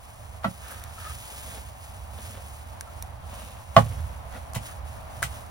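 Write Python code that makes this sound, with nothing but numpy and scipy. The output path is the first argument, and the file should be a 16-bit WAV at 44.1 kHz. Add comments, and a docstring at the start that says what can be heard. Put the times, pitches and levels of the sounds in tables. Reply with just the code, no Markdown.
"""Raking a compost bin

Outdoors, a microphone pair close to a bin of wooden slats. A steel garden rake drags through wood
chips: they rustle and tumble, the tines scrape, squeak and snap twigs, and the rake head knocks on
the bin, once hard enough to overload the microphones. Behind lie a low rumble and a distant road."""
import sys
import numpy as np
from scipy import signal
from scipy.fft import rfft, irfft
from scipy.io import wavfile

SR = 44100
rng = np.random.default_rng(int(sys.argv[2]) if len(sys.argv) > 2 else 0)


def bounce(signal):
    """Save signal as a 16-bit WAV file at the path given by the first command-line argument."""
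    frames = np.transpose(np.atleast_2d(signal))
    limited = np.clip(frames, -1, 1)
    pcm = np.round(limited * 32767).astype(np.int16)
    wavfile.write(sys.argv[1], SR, pcm)


N = 242550
TIME, HZ = np.arange(N) / SR, np.fft.rfftfreq(N, 1 / SR)
LEFT_LAG_S = 0.00019  # rustle and twig cracks reach the left microphone this much later

# Spectrum of crackling wood chips. Each row: frequency in Hz, relative level in dB.
CHIP_SPECTRUM = [(200, -0.5), (600, -7), (1500, 2), (3000, 3), (4500, -2.5), (7000, 0.5), (10000, 2.5),
                 (13000, -4), (16000, -2)]
# Knocks: the rake head lands on bin or pile, and once a clod drops.
# Each row: start in seconds, bin ring in dB, rake ring in dB, favoured rake pitch in Hz, crunch in dB,
# thud in dB, nominal thud pitch in Hz, clack in dB, nominal clack pitch in Hz, contact time in seconds,
# lead at the left microphone in seconds.
IMPACTS = [(0.4432, -24.5, -22, 1040, -56, -19.5, 201, -20.5, 870, 0.006, 0.00015),
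           (3.418, -61, -63, 880, -60, -44, 201, -39, 900, 0.0022, 0.000078),
           (3.7647, -2.5, -20, 2200, -24, -22, 192.6, -9, 1235, 0.0024, 0.000061),
           (3.7852, -23, -42, 1900, -31, -29, 149, -13.5, 665, .001, 0.00012),
           (4.5437, -41, -46, 2200, -24.5, -30.5, 121.5, -50, 1950, 0.0034, 0.00011),
           (4.559, -39, -48, 1900, -42, -19.5, 114, -31, 720, 0.004, 0.000042),
           (5.2205, -35, -52, 700, -21.5, -53, 140, -32.5, 710, 0.0012, 0.000042),
           (5.2278, -39, -27, 2600, -26.5, -30, 137, -26.5, 2080, 0.00044, 0.000046)]


def amp(db):
    return 10 ** (np.asarray(db) / 20)


def unit(x):
    """Scales to rms 1."""
    return x / np.sqrt(np.mean(x ** 2) + 1e-20)


def add(mix, start, sound):
    """Mixes a stereo sound in at a start in seconds."""
    part = mix[:, round(start * SR):][:, :sound.shape[1]]
    part += sound[:, :part.shape[1]]


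def colour(x, spectrum):
    """Minimum-phase filter that follows rows of frequency in Hz and gain in dB."""
    hz, db = np.transpose(spectrum)
    log_hz = np.log(abs(np.fft.fftfreq(N, 1 / SR)) + 1)
    log_gain = np.log(amp(np.interp(log_hz, np.log(hz), db)))
    response = np.exp(np.conj(signal.hilbert(log_gain)))[:len(HZ)]
    return irfft(rfft(x, N) * response, N)[..., :x.shape[-1]]


def pitched(shape, hz):
    """Places a spectrum given in multiples on a pitch."""
    return [(multiple * hz, db) for multiple, db in shape]


def mic_pair(noises, shared, left_lag_s):
    """Of three noises, both microphones hear the first, the direct sound, and each one other as scatter."""
    direct, scatter = noises[0], noises[1:]
    left = irfft(rfft(direct, N) * np.exp(-2j * np.pi * HZ * left_lag_s), N)[:len(direct)]
    return np.sqrt(shared) * np.array([left, direct]) + np.sqrt(1 - shared) * scatter


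def grains(per_s, spread_db):
    """Tiny fractures of random time and size, as three noises for the microphone pair."""
    size = amp(spread_db * np.minimum(rng.exponential(1, N), 4))
    breaks = rng.random(N) < per_s / SR
    return unit(size * breaks * rng.standard_normal((3, N)))


def flutter(depth_db, hz):
    """A random gain that wanders up to about hz times a second."""
    wander = irfft(rfft(rng.standard_normal(N)) / (1 + (HZ / hz) ** 4), N)
    return amp(depth_db * unit(wander))


def swells(rows):
    """A gain made of bell-shaped bursts that add in power."""
    return np.sqrt(sum(amp(2 * db) * np.exp(-((TIME - middle) / half) ** 2) for middle, half, db in rows))


def ring(modes, t, favoured_hz=1000, narrow_db=0):
    """Damped modes, neighbours swinging opposite ways; narrow_db weakens those off the favoured pitch."""
    hz, db, t60 = np.transpose(modes)[:, :, None]
    db = db - narrow_db * np.log2(hz / favoured_hz) ** 2
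    sign = (-1) ** np.arange(len(hz))[:, None]
    return (sign * amp(db) * np.exp(-np.log(1000) * t / t60) * np.sin(2 * np.pi * hz * t)).sum(0)


def rumble():
    """A low rumble, stronger on the right, that rises and falls and swells with the bin's boom."""
    # Each row: frequency in Hz, relative level in dB.
    spectrum = [(15, -16), (30, -21), (45, -10.5), (62, 6.5), (82, 4), (115, -4), (160, -16.5), (300, -64),
                (700, -80)]
    # Each row: time in seconds, relative level in dB.
    level_curve = [(0, -50), (.25, -44), (.75, -46), (1.15, -41), (1.3, -51), (1.47, -44), (1.82, -46),
                   (2.05, -40.5), (2.8, -46), (3.22, -38), (3.6, -45.5), (3.87, -43.5), (4.0, -28),
                   (4.17, -42), (4.65, -41), (5.5, -40.5)]
    level = amp(np.interp(TIME, *np.transpose(level_curve)))
    noise = mic_pair(rng.standard_normal((3, N)), shared=0.97, left_lag_s=0)
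    return unit(colour(noise, spectrum)) * np.hypot(level, bin_boom()) * amp([[-2.5], [3]])


def road():
    """The diffuse roar of a distant road slowly grows."""
    # Each row: frequency in Hz, relative level in dB.
    spectrum = [(60, 1.5), (200, 0), (280, -5.5), (370, -11), (500, -4), (620, 3.5), (760, 4), (1100, -0.5),
                (1500, -8), (2200, -12.5), (3500, -19.5), (6000, -29.5), (10000, -35), (16000, -26)]
    start_db, rise_db_per_s = -49, 1.0
    noise = mic_pair(rng.standard_normal((3, N)), shared=0.04, left_lag_s=-0.00017)
    level = amp(start_db + rise_db_per_s * TIME) * flutter(depth_db=0.82, hz=7.8)
    return unit(colour(noise, spectrum)) * level


def chip_rustle():
    """Each stroke crackles up as the tines sink in, holds, and dies away as the chips settle."""
    # Each row: start, swell and hold in seconds, relative level in dB, settling time in seconds.
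    strokes = [(0, 0.0018, .2, -55, 1), (0.413, 0.073, 0.029, -51.5, 0.2),
               (0.556, 0.096, 0.087, -48.5, 0.21), (.86, 0.15, 0.14, -46.5, 0.22),
               (1.021, .31, 0.21, -45, 0.16), (1.766, .05, 0.006, -52.5, 0.8),
               (2.079, .18, 0.02, -45.5, 0.13), (2.35, 0.13, .01, -50.5, 0.29),
               (2.823, 0.052, 0.13, -56.5, 0.22), (3.192, 0.16, 0.049, -49.5, 0.43),
               (3.725, 0.047, 0.036, -48, 0.35), (4.278, 0.059, 0.021, -53, 0.16),
               (4.59, 0.061, 0.023, -44.5, 0.081), (4.827, 0.05, 0.055, -53.5, 0.22),
               (5.045, 0.12, 0.14, -52, 0.18), (5.27, 0.049, 0.043, -50, 0.11)]
    power = np.zeros(N)
    for start, swell_s, hold_s, db, settle_s in strokes:
        bite = np.clip((TIME - start) / swell_s, 0, 1)
        release = np.exp(-np.maximum(TIME - start - swell_s - hold_s, 0) / settle_s)
        power += (amp(db) * bite * release) ** 2
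    fractures = mic_pair(grains(per_s=9000, spread_db=-0.3), shared=0.8, left_lag_s=LEFT_LAG_S)
    level = np.sqrt(power) * flutter(depth_db=1.0, hz=34.3) * amp(2.5)
    return unit(colour(fractures, CHIP_SPECTRUM)) * level


def knocks():
    """The rake head lands on bin or pile, and once a clod drops: a clack, a ring, a crunch and a thud."""
    # Modes of the slatted bin. Each row: frequency in Hz, level in dB, time to fall 60 dB in seconds.
    bin_modes = [(112.5, -8, 0.42), (146, -17, 0.33), (180, -10, 0.16), (231, -15, 0.17), (406, -22, 0.11),
                 (540, -7, 0.075), (668, 1.5, 0.08), (822, -6, 0.06), (940, 2, 0.016), (1102, 3.5, 0.044),
                 (1160, 1, 0.02), (1360, -14, 0.055), (1700, -21, 0.06), (2940, -20, 0.05)]
    # Modes of the rake's head and handle, with the same columns.
    rake_modes = [(555, -2, 0.16), (689, -2, 0.08), (770, -7, 0.12), (1114, -7, 0.071), (1330, 9.5, 0.05),
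                  (1375, -5, 0.049), (1465, 2, 0.045), (1938, 2, 0.047), (2100, -5, 0.018),
                  (2480, -9.5, 0.067), (2880, -10, 0.038), (3030, -8.5, 0.063), (3740, -20, 0.042)]
    # Spectrum of the clack. Each row: multiple of the clack pitch, relative level in dB.
    clack_shape = [(.15, -11.5), (.28, -36), (.42, -25.5), (.7, 5), (.95, -3.5), (1.5, -4), (2.1, -15),
                   (2.9, -11), (4.2, -19.5), (8, -34)]
    out, t = np.zeros((2, N)), np.arange(SR * 3 // 4) / SR
    fractures = mic_pair(grains(per_s=3000, spread_db=0.5), shared=0.19, left_lag_s=-0.000051)
    crackle = unit(colour(fractures, CHIP_SPECTRUM))
    # chips and soil give way slowly
    crush = (1 - np.exp(-t / 0.011)) * np.exp(-t / 0.014)
    settle = (1 - np.exp(-t / 0.009)) ** 2 * np.exp(-t / 0.024)
    # thud and ringing sag in pitch as the pressure eases
    sharp_share, relax_s = 0.032, 0.0054
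    ring_time = t + sharp_share * relax_s * (1 - np.exp(-t / relax_s))
    thud_time = np.cumsum(0.86 + 0.4 * np.exp(-t / 0.022)) / SR
    chatter = 0.24 * np.exp(-t / 0.015)
    for (start, bin_db, rake_db, favoured_hz, crunch_db, thud_db, thud_hz,
         clack_db, clack_hz, contact_s, lead_s) in IMPACTS:
        ringing = amp(bin_db) * ring(bin_modes, ring_time)
        ringing += amp(rake_db) * ring(rake_modes, ring_time, favoured_hz, narrow_db=6.5)
        ringing *= 1 - np.exp(-t / (0.48 * contact_s))
        # the left microphone hears the blow first and with less bass
        left = ringing - 0.54 * signal.lfilter(*signal.butter(1, 450, fs=SR), ringing)
        right = np.interp(t - lead_s, t, ringing)
        # contact takes a few milliseconds at most, and chatter follows
        contact = (1 - np.exp(-t / (0.29 * contact_s))) * (np.exp(-t / contact_s) + chatter)
        rattle = mic_pair(rng.standard_normal((3, N)), shared=0.83, left_lag_s=-lead_s)
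        clack = amp(clack_db) * contact * unit(colour(rattle, pitched(clack_shape, clack_hz)))[:, :len(t)]
        crumbling = flutter(depth_db=5.5, hz=85)[:len(t)]
        thud = amp(thud_db) * settle * crumbling * np.sin(2 * np.pi * thud_hz * thud_time)
        crunch = amp(crunch_db) * crush * np.roll(crackle, -round(start * SR), 1)[:, :len(t)]
        add(out, start, np.array([left, right]) + clack + thud * amp([[-3], [2]]) + crunch)
    return out + amp(-8.5) * garden_echoes(out, t60=0.1, band_hz=(500, 6140))


def garden_echoes(x, t60, band_hz):
    """Short, dull scatter from the bin, the fence and the trees; the bass passes them by."""
    t = np.arange(SR // 2) / SR
    taps = rng.standard_normal((2, len(t))) * (rng.random((2, len(t))) < 3000 / SR)
    taps *= (t > 0.003) * amp(-60 * t / t60)
    taps = signal.lfilter(*signal.butter(1, band_hz, "bandpass", fs=SR), taps)
    taps /= np.linalg.norm(taps, axis=1, keepdims=True)
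    return signal.fftconvolve(x, taps, axes=1)[:, :N]


def bin_boom():
    """The bin's low boom builds and fades after each blow, in proportion to it: a gain for the rumble."""
    relative_db, rise_s = -33, 0.13
    gain = np.zeros(N)
    for start, bin_db, *_ in IMPACTS:
        age = np.maximum(TIME - start, 0) / rise_s
        gain += amp(bin_db + relative_db) * age * np.exp(1 - age)
    return gain


def tine_scrapes():
    """Dragged tines catch on the chips and rasp over them in a run of tiny slips."""
    # Each row: middle and half length in seconds, level in dB, rasp pitch in Hz.
    scrapes = [(0.447, 0.009, -37.5, 1220), (0.665, 0.04, -47.5, 1270), (0.716, 0.0062, -42, 10200),
               (0.731, 0.025, -46, 1240), (0.85, 0.062, -50, 1290), (1.001, 0.015, -48.5, 1270),
               (1.063, 0.025, -42, 1270), (1.114, 0.011, -45, 1260), (3.428, 0.12, -55.5, 2800),
               (4.352, 0.026, -47, 1430), (4.69, 0.036, -49.5, 1350)]
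    # Spectrum of the rasp. Each row: multiple of its pitch, relative level in dB.
    rasp_shape = [(.23, -17), (.46, -4), (.8, -4), (1, 5), (1.15, -1), (1.36, 2), (1.6, -9), (2.3, -10),
                  (2.7, -12), (4.6, -20), (9, -47)]
    slips = mic_pair(grains(per_s=2500, spread_db=1.5), shared=0.18, left_lag_s=-0.000074)
    rasp = sum(unit(colour(slips, pitched(rasp_shape, hz))) * swells([(middle, half, db)])
               for middle, half, db, hz in scrapes)
    return rasp * flutter(depth_db=1.5, hz=60)


def twig_snaps():
    """A twig cracks and splinters for a few milliseconds while the flicked tine rings briefly."""
    # Each row: start in seconds, relative levels of crack and ring in dB, favoured ring pitch in Hz.
    snaps = [(.530, -44, -49, 10200), (.839, -30, -28, 6000), (1.688, -41, -40, 6500),
             (2.8097, -20, -27, 4630), (2.935, -41, -49.5, 9000), (3.0249, -23.5, -22, 7400),
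             (4.535, -25, -45, 8050), (5.228, -13, -12, 1700)]
    # Tone of the crack. Each row: frequency in Hz, gain in dB.
    crack_spectrum = [(300, -12), (900, -2), (1600, 6), (3000, -8), (6000, 3), (10000, 10.5), (16000, -8)]
    # Modes of a tine. Each row: frequency in Hz, level in dB, time to fall 60 dB in seconds.
    tine_modes = [(1620, -4, 0.018), (2300, -10, 0.016), (3720, -11, 0.009), (4350, -15, 0.0095),
                  (5400, -18, 0.005), (5730, -10, 0.011), (9750, -5.5, 0.0024), (10700, -3, 0.005),
                  (14700, 7, 0.0015)]
    cracks, rings, t = np.zeros((2, N)), np.zeros((2, N)), np.arange(SR // 25) / SR
    decay = 0.33 * np.exp(-t / 0.00078) + 0.055 * np.exp(-t / 0.007)
    for start, crack_db, ring_db, favoured_hz in snaps:
        splinters = rng.standard_normal((3, len(t))) * decay
        splinters[0, 0] += 1.8  # the break itself, in the direct sound
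        add(cracks, start, amp(crack_db) * mic_pair(splinters, shared=0.57, left_lag_s=LEFT_LAG_S))
        tine = amp(ring_db) * ring(tine_modes, t, favoured_hz, narrow_db=4.0)
        add(rings, start, np.array([tine, tine]))
    return colour(cracks, crack_spectrum) + rings


def tumbling_clods():
    """Heaps of compost are dragged over and roll down the pile, a little to the right."""
    # Each row: middle and half length in seconds, relative level in dB.
    tumbles = [(.72, 0.036, -52), (1.535, 0.051, -44.5), (2.2, 0.039, -49), (2.35, 0.051, -49.5),
               (3.41, 0.067, -53), (3.91, 0.097, -49), (4.37, 0.023, -47), (5.35, 0.023, -49)]
    # Each row: frequency in Hz, relative level in dB.
    spectrum = [(50, -2.5), (120, -14), (220, 10), (340, -10.5), (550, 7), (900, -5.5), (1400, -5),
                (2200, -10), (3500, -12), (7000, -30)]
    crumbs = mic_pair(grains(per_s=3700, spread_db=0), shared=0.82, left_lag_s=-0.000019)
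    level = swells(tumbles) * flutter(depth_db=4.0, hz=38)
    return unit(colour(crumbs, spectrum)) * level * amp([[-1], [1]])


def tine_squeaks():
    """A tine that sticks and slips on a chip gives a short, unsteady squeak."""
    # Each row: middle and half length in seconds, level in dB, pitch in Hz.
    squeaks = [(0.986, 0.0078, -44, 1282), (1.073, 0.0055, -34.5, 1263), (1.103, 0.008, -44.5, 1270),
               (2.881, 0.01, -47.5, 1340)]
    out = np.zeros(N)
    for middle, half, db, hz in squeaks:
        cycles = np.cumsum(hz * flutter(depth_db=0.15, hz=90)) / SR
        out += swells([(middle, half, db)]) * np.sin(2 * np.pi * cycles)
    return out * flutter(depth_db=2.0, hz=120)


def scene():
    """The rake at work close by, over the rumble and the far road."""
    return (rumble() + road() + chip_rustle() + knocks() + tine_scrapes() + twig_snaps()
            + tumbling_clods() + tine_squeaks())


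def record(dry):
    """The hardest knock overloads the microphones and clips; the treble ends at 16 kHz."""
    lowpass = signal.firwin(401, 16000, window=("kaiser", 9), fs=SR)
    return signal.oaconvolve(np.clip(dry, -1, 1), lowpass[None], "same")


dry = scene()
out = record(dry)
bounce(out)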